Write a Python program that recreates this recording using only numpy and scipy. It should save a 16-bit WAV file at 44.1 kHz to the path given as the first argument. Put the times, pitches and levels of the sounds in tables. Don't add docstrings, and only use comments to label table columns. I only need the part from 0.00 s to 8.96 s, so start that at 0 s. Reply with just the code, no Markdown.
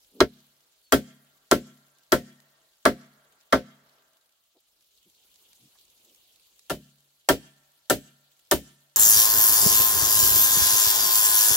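import sys
import numpy as np
from scipy import signal
from scipy.io import wavfile

SR = 44100
rng = np.random.default_rng(int(sys.argv[2]) if len(sys.argv) > 2 else 0)


def transcribe(u):
    v = np.clip(np.atleast_2d(u).T, -1, 1)
    q = np.round(v * 32767).astype(np.int16)
    wavfile.write(sys.argv[1], SR, q)


N = 395136

BAND_EDGES = np.geomspace(35, 17000, 25)
BAND_HZ = np.sqrt(BAND_EDGES[1:] * BAND_EDGES[:-1])
AGE = np.arange(int(.3 * SR)) / SR - .006
BODY = AGE < .056

# (time [s], strength [dB], extra woody knock [dB], extra splintering [dB],
# sharpness of the crack [dB], note of the struck spot [Hz], grip on the pole [0-1])
FAR_STRIKES = [(.2055, -15.5, -6, -9, 6.5, 4066, 1), (.924, -19, -4, .5, 1, 3195, 0.08),
               (1.514, -19.5, -3.5, .5, 2, 1402, 0.04), (2.1215, -21, -2.5, .5, 1, 1846, 0),
               (2.8545, -21.5, 1.5, -2, 1.5, 1146, 0.02), (3.526, -22.5, 1.5, -6, -2, 1200, 0.01)]
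NEAR_STRIKES = [(6.6985, -34.5, 0.45, -3, -6, 2782, 0), (7.2895, -23, 0.66, -2.5, 2, 3250, 0.039),
                (7.8997, -26, 0.77, 1, -2, 7770, 0.004), (8.5132, -24.5, -1.04, 1, -1, 14100, 0)]
# (pitch [Hz], relative level [dB], time to fade by 60 dB [s])
FAR_POLE_TONES = [(67.4, -16, 0.16), (124.3, -17.5, .17), (220.3, -12, .17), (267.4, -1.5, 0.14),
                  (361, -1.5, 0.071), (406.7, -5.5, 0.15), (453, -11.5, 0.031), (526.5, -10.5, 0.19),
                  (591.7, -2.5, 0.12), (653, 0, 0.072), (704, -14.5, 0.18), (914, -10, 0.094),
                  (1057, -10.5, 0.091), (1160, -5, 0.04), (1348, -1.5, .085), (1531, -11.5, 0.12),
                  (1686, -10.5, 0.087), (1870, -12, 0.079), (1996, -15.5, 0.038), (2132, -15, 0.099),
                  (3274, -9.5, .075), (4060, -17.5, 0.041), (4940, -15.5, .09)]
NEAR_POLE_TONES = [(63, -15, 0.21), (145.7, -20, 0.21), (203, -21.5, 0.063), (273.5, -6.5, 0.19),
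                   (323, -7.5, 0.038), (389.3, 1.5, 0.096), (422, -23, 0.064), (545, -5.5, 0.093),
                   (596.8, -4.5, 0.14), (657.7, -4.5, 0.1), (740, -3, 0.071), (948, -4.5, .08),
                   (1170, -6, 0.061), (1364, 4, 0.054), (1565, -3, 0.06), (1783, 0.5, 0.057),
                   (2340, -30, .1), (2800, -12.5, .08), (3044, -15.5, 0.2), (3380, -29, 0.064),
                   (4130, -40.5, .12), (4640, -25.5, 0.11)]
# (thud [dB], knock [dB], clack [dB], bite [dB], splinter [dB])
FAR_MIX = (-1, -1.34, 0.03, -9.5, -9.5)
NEAR_MIX = (-0.5, -0.65, -2.05, -5, -1.5)
GRIP_DAMPING_DB_PER_S, GRIP_HUM_LOSS_DB, GRIP_ECHO_LOSS_DB = 198.5, 12.5, 11
USUAL_STRENGTH_DB = -23


def chopping(blows, modes, balance, pan_db, fibre_db, crack_db, crack_s, travel_s, note_db,
             hum_db, hum_follows, hum_tilt_db, echo_db, note_t60=0.053):
    direct, outgoing = np.zeros((2, 2, N))
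    grains = np.split(noise_bands((len(blows) + 1) * len(AGE)), len(blows) + 1, axis=2)[1:]
    for grain, strike in zip(grains, blows):
        s, strength_db, knock_db, splinter_db, sharp_db, note_hz, grip = strike
        levels_db = strength_db + np.array(balance) + [0, knock_db, knock_db, 0, splinter_db]
        ringing = list(modes) + [(note_hz, note_db, note_t60)]
        knock = blow(levels_db, ringing, grain, fibre_db, crack_db + sharp_db, crack_s, travel_s)
        knock = knock * from_db(-grip * GRIP_DAMPING_DB_PER_S * np.maximum(AGE - travel_s, 0))
        air_db = hum_db + hum_follows * (strength_db - USUAL_STRENGTH_DB) - grip * GRIP_HUM_LOSS_DB
        add(direct, knock, s)
        add(direct, from_db(air_db) * hollows(hum_tilt_db), s)
        add(outgoing, from_db(echo_db - grip * GRIP_ECHO_LOSS_DB) * knock, s)
    panned = direct * from_db([[pan_db / 2], [-pan_db / 2]])
    return np.array([panned, outgoing])


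REGISTER_BORDERS = [480, 1000, 2200, 6000]
# (frequency [Hz], relative level per Hz [dB], time to fade by 60 dB [s])
FIBRE_CROWD = [(50, -7.5, 0.096), (104, -10.5, .2), (333.5, 4, 0.16), (610, 0, .13), (850, -10, 0.08),
               (1290.5, -3, 0.098), (1768.6, -6.5, 0.12), (2380, -18, 0.19), (3080, -10.5, 0.15),
               (7650, -17.5, 0.16), (10000, -14.5, 0.13), (15500, -17.5, 0.17)]
# (frequency [Hz], relative level per Hz [dB])
CRACK_COLOUR = [(100, -24.5), (500, -6), (1200, 3.5), (2400, -9), (4000, -3), (7500, -1), (15500, -14)]


def blow(levels_db, modes, grain, fibre_db, crack_db, crack_s, travel_s,
         crush_db=-10.5, crush_s=0.00075, tear_s=0.0013):
    registers = np.zeros((len(levels_db), 2, len(AGE)))
    for hz, db, t60 in modes:
        pitch = hz * (1 + 0.0039 * rng.standard_normal())
        spread = np.sqrt(1 - at_hz(SIDE_LIKENESS, hz))
        phase = 2 * np.pi * rng.random() + spread * rng.standard_normal((2, 1))
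        ring = np.sin(2 * np.pi * pitch * AGE + phase) * swell(hz, t60, travel_s)
        tone_gain = from_db(db + rng.normal(0, 1.3))
        registers[np.searchsorted(REGISTER_BORDERS, hz)] += tone_gain * ring
    crush = from_db(crush_db) * np.exp(np.minimum(AGE / crush_s, -AGE / tear_s))
    fibre_gains = from_db(fibre_db) * band_gains(FIBRE_CROWD)
    crack_gains = from_db(crack_db) * band_gains(CRACK_COLOUR)
    for hz, band, fibre_gain, crack_gain in zip(BAND_HZ, grain, fibre_gains, crack_gains):
        snap = np.exp(-(AGE / (crack_s * (hz / 4000) ** -.35)) ** 2) + crush
        centred = band + 0.23 * (band[::-1] - band) / 2
        rattle = band * fibre_gain * swell(hz, at_hz(FIBRE_CROWD, hz, axis=2), travel_s)
        crack = centred * crack_gain * snap
        registers[np.searchsorted(REGISTER_BORDERS, hz)] += rattle + crack
    return sum(from_db(db) * part / rms(part[:, BODY]) for db, part in zip(levels_db, registers))


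def swell(hz, t60, travel_s):
    arrival = travel_s * (hz / 300) ** -.6
    rise = 1 - np.exp(-(np.maximum(AGE, 0) / arrival) ** 2)
    return rise * from_db(-60 * np.maximum(AGE - arrival, 0) / t60)


# (pitch [Hz], level before tilt [dB], time to fade by 60 dB [s])
AIR_TONES = [(142, -7.5, 0.72), (159, -8, 0.41), (178, -4, .4), (209.7, 1.5, .45), (234, -5.5, 0.3),
             (244, 2, 0.45), (266, -4, 0.2)]


def hollows(tilt_db, rise_s=0.02):
    t = np.arange(SR) / SR
    hum = 0
    for hz, db, t60 in AIR_TONES:
        tilted_db = db + tilt_db * np.log2(hz / AIR_TONES[0][0])
        fading = from_db(tilted_db - 60 * t / t60)
        hum = hum + fading * np.sin(2 * np.pi * (hz * t + rng.random()))
    return np.ones((2, 1)) * hum * (1 - np.exp(-(t / rise_s) ** 2))


# (frequency [Hz], relative level [dB], time to fade by 60 dB [s])
TREE_SCATTER = [(49.82, -43, 0.43), (200, -31.5, 0.97), (400, -44.5, 0.93), (700, -41, 0.72),
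                (1000, -46, 0.97), (1690, -36, 1.0), (2500, -30, 0.99), (4500, -25.5, 0.62), (8000, -31, 1),
                (15500, -27.5, 0.32)]


def scatter(sound, echo_s=0.1624, echo_width_s=0.034, echo_share=1.2, hills_db=-51.0, hills_t60=3.4):
    t = np.arange(2 * SR) / SR
    tree_line = 1 + echo_share * np.exp(-((t - echo_s) / echo_width_s) ** 2)
    echo = np.clip(t / 0.038, 0, 1) * tree_line
    hills_shape = from_db(hills_db - 60 * t / hills_t60) * np.clip(t / 0.23, 0, 1)
    response = 0
    for hz, width, band in zip(BAND_HZ, np.diff(BAND_EDGES), noise_bands(len(t))):
        fading = from_db(at_hz(TREE_SCATTER, hz) - 60 * t / at_hz(TREE_SCATTER, hz, axis=2))
        trees = fading * echo * lumps(len(t), per_s=43, depth_db=3.0)
        hills = hills_shape * (550 < hz < 2000)
        response = response + band * (trees + hills) * np.sqrt(2 * width / SR / BODY.sum())
    return signal.fftconvolve(sound, response, axes=1)[:, :N]


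# (time [s], level [dB], pitch [Hz], length [s])
SOFT_THUMPS = [(0.179, -54, 294, 0.027), (4.569, -66.5, 470, 0.011), (5.074, -66.5, 245, 0.012),
               (5.641, -62, 190, 0.023), (5.761, -69.5, 1170, 0.0086), (6.085, -72, 373, 0.052)]
# (time [s], level [dB])
TWIG_SNAPS = [(1.985, -57), (2.402, -52.5), (3.411, -60), (4.133, -61.5), (4.808, -58), (5.358, -52),
              (5.531, -48.5), (5.883, -62), (6.147, -52), (6.593, -46.5), (8.393, -55)]


def thumps_and_twigs():
    out = np.zeros((2, N))
    for s, db, hz, length in SOFT_THUMPS:
        dull = signal.butter(3, [hz / 1.6, hz * 1.6], "band", fs=SR, output="sos")
        pat = signal.sosfilt(dull, rng.standard_normal(len(AGE)))
        rise_and_fall = np.exp(-((AGE - AGE.mean()) / length) ** 2 / 2)
        thump = np.ones((2, 1)) * from_db(db) * pat / rms(pat) * rise_and_fall
        add(out, thump, max(s - AGE.mean(), -AGE[0]))
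    bright = signal.butter(1, [2800, 9000], "band", fs=SR, output="sos")
    for s, db in TWIG_SNAPS:
        tick = signal.sosfilt(bright, rng.standard_normal((2, len(AGE))))
        decay = (AGE > 0) * np.exp(-abs(AGE) / 0.0027)
        add(out, from_db(db) * tick / rms(tick) * decay, s)
    return out


# (time [s], level [dB])
LEAF_STIRRING = [(0.0, -66), (0.65, -69.5), (0.92, -69.5), (3.84, -71), (4.49, -74), (5.34, -64.5),
                 (6.84, -66.5), (7.04, -70.5), (8.71, -69), (8.96, -71)]
USUAL_RUSTLE_DB = -66
# (frequency [Hz], relative level per Hz [dB])
LEAF_COLOUR = [(1180, -40), (2000, -14.5), (3580, 1), (5990, -9), (6820, -4.5), (8780, -9.5), (11900, -5.5),
               (13600, -7), (14900, -6), (16000, -9.5)]


def garden(wash_power, leaf_gain_db=1.8, brush_db=-77.0, brush_follows=1.3, brush_tilt_db=-1.5,
           flicker_db=3.0, ticks_per_s=26, tick_db=4.0):
    t, noise = np.arange(N) / SR, noise_bands(N)
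    rustle_db = np.interp(t, *np.transpose(LEAF_STIRRING))
    leaves, brushing = 0, 0
    for hz, leaf, brush, band in zip(BAND_HZ, band_gains(LEAF_COLOUR), band_gains(WASH_COLOUR), noise):
        leaves = leaves + leaf * band * lumps(N, per_s=61, depth_db=flicker_db)
        tilt = from_db(brush_tilt_db * np.log2(hz / 500))
        backwards = band[:, ::-1]
        brushing = brushing + brush * tilt * backwards * lumps(N, per_s=19, depth_db=2.5)
    touches = (rng.random(N) < ticks_per_s / SR) * rng.random(N)
    tick_fade = np.exp(-1 / (0.0025 * SR))
    ticks = from_db(tick_db) * signal.lfilter([1], [1, -tick_fade], touches + 1e-18)
    hiss = leaves * (1 + ticks) * from_db(rustle_db + leaf_gain_db)
    brush_level_db = brush_db + brush_follows * (rustle_db - USUAL_RUSTLE_DB)
    brushing = brushing * lumps(N, per_s=8, depth_db=1.35) * from_db(brush_level_db)
    return hiss + brushing + wash(noise) * np.sqrt(wash_power)


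# (frequency [Hz], relative level per Hz [dB])
WASH_COLOUR = [(40, 0), (150, -5.5), (300, -3.5), (450, 0.5), (650, -2.5), (850, -1), (1500, -2),
               (2000, -7), (2600, -20.5), (15000, -50)]
# (pitch [Hz], width [Hz], relative level [dB])
WASH_PITCHES = [(650, 77, -5.5), (1168, 66, -9), (1400, 60, -7.5), (1590, 71, -5.5)]


def wash(noise, peaks_db=-7.5, broad_db=-1.5, low_cut_hz=270.0, waver_db=2.5):
    low_cut = signal.butter(1, low_cut_hz, "high", fs=SR, output="sos")
    broad = np.tensordot(band_gains(WASH_COLOUR), noise, 1)
    out = from_db(broad_db) * signal.sosfilt(low_cut, broad)
    for hz, width, db in WASH_PITCHES:
        b, a = signal.iirpeak(hz, hz / width, fs=SR)
        band = noise[np.searchsorted(BAND_EDGES, hz) - 1]
        peak = signal.lfilter(b, a, signal.lfilter(b, a, band))
        out = out + from_db(db + peaks_db) * peak / rms(peak) * lumps(N, per_s=5.5, depth_db=waver_db)
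    return out


WASH_RISE_S, WASH_HOLD_S, WASH_FALL_DB_PER_S = .12, 0.48, 41


def lingering(blows, level_db):
    t, power = np.arange(N) / SR, 0
    for s, _, knock_db, *_ in blows:
        fall_db = WASH_FALL_DB_PER_S * np.maximum(t - s - WASH_HOLD_S, 0)
        rise = np.clip((t - s) / WASH_RISE_S, 0, 1)
        power = power + (rise * from_db(level_db + knock_db - fall_db)) ** 2
    return power


def bird(level_db=-64.5, time_s=.87, pitch_hz=4400, length_s=.03):
    t = np.arange(N) / SR - time_s
    whistle = np.sin(2 * np.pi * pitch_hz * t * (1 - t / 2))
    return from_db(level_db) * np.exp(-(t / length_s) ** 2) * whistle


# (frequency [Hz], likeness [0 unrelated - 1 the same])
SIDE_LIKENESS = [(60, 0.57), (300, .9), (600, 0.96), (1200, 0.023), (2200, 0), (5000, 0.082), (12000, 0)]


def noise_bands(size):
    bands = []
    for low, high, hz in zip(BAND_EDGES, BAND_EDGES[1:], BAND_HZ):
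        sos = signal.butter(2, [low, high], "band", fs=SR, output="sos")
        mid, side = signal.sosfilt(sos, rng.standard_normal((2, size)))
        alike = at_hz(SIDE_LIKENESS, hz)
        pair = np.sqrt(1 + alike) * mid + np.sqrt(1 - alike) * side * [[1], [-1]]
        bands.append(pair / rms(pair))
    return np.array(bands)


def band_gains(spectrum):
    gains = from_db(at_hz(spectrum, BAND_HZ)) * np.sqrt(BAND_HZ)
    return gains / np.linalg.norm(gains)


def lumps(size, per_s, depth_db):
    knots = rng.standard_normal(size // 20)
    wander = np.interp(np.arange(size) / SR * per_s, np.arange(len(knots)), knots)
    return from_db(depth_db * wander)


def at_hz(points, hz, axis=1):
    table = np.array(points)
    return np.interp(np.log(hz), np.log(table[:, 0]), table[:, axis])


def add(out, sound, s):
    start = round((s + AGE[0]) * SR)
    out[:, start:start + sound.shape[1]] += sound[:, :N - start]


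def from_db(db):
    return 10 ** (np.asarray(db) / 20)


def rms(x):
    return np.sqrt(np.mean(x ** 2) + 1e-20)


def scene():
    far = chopping(FAR_STRIKES, FAR_POLE_TONES, FAR_MIX, pan_db=1.0, fibre_db=0.5, crack_db=8.0,
                   crack_s=0.00034, travel_s=0.0093, note_db=-2.5,
                   hum_db=-38.5, hum_follows=1.0, hum_tilt_db=3.5, echo_db=1.27)
    near = chopping(NEAR_STRIKES, NEAR_POLE_TONES, NEAR_MIX, pan_db=0.9, fibre_db=3.0, crack_db=8.5,
                    crack_s=0.00051, travel_s=0.012, note_db=-2.5,
                    hum_db=-37.0, hum_follows=.1, hum_tilt_db=-8.0, echo_db=1.6)
    direct, outgoing = from_db(1.01) * (far + near)
    wash_power = lingering(FAR_STRIKES, level_db=-69.5) + lingering(NEAR_STRIKES, level_db=-81.5)
    return direct + scatter(outgoing) + thumps_and_twigs() + garden(wash_power) + bird()


def record(dry):
    rounded = 1.3 * np.tanh(dry / 1.3)
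    top_cut = signal.ellip(10, .1, 80, 15800, fs=SR, output="sos")
    return signal.sosfilt(top_cut, rounded)


dry = scene()
out = record(dry)
transcribe(out)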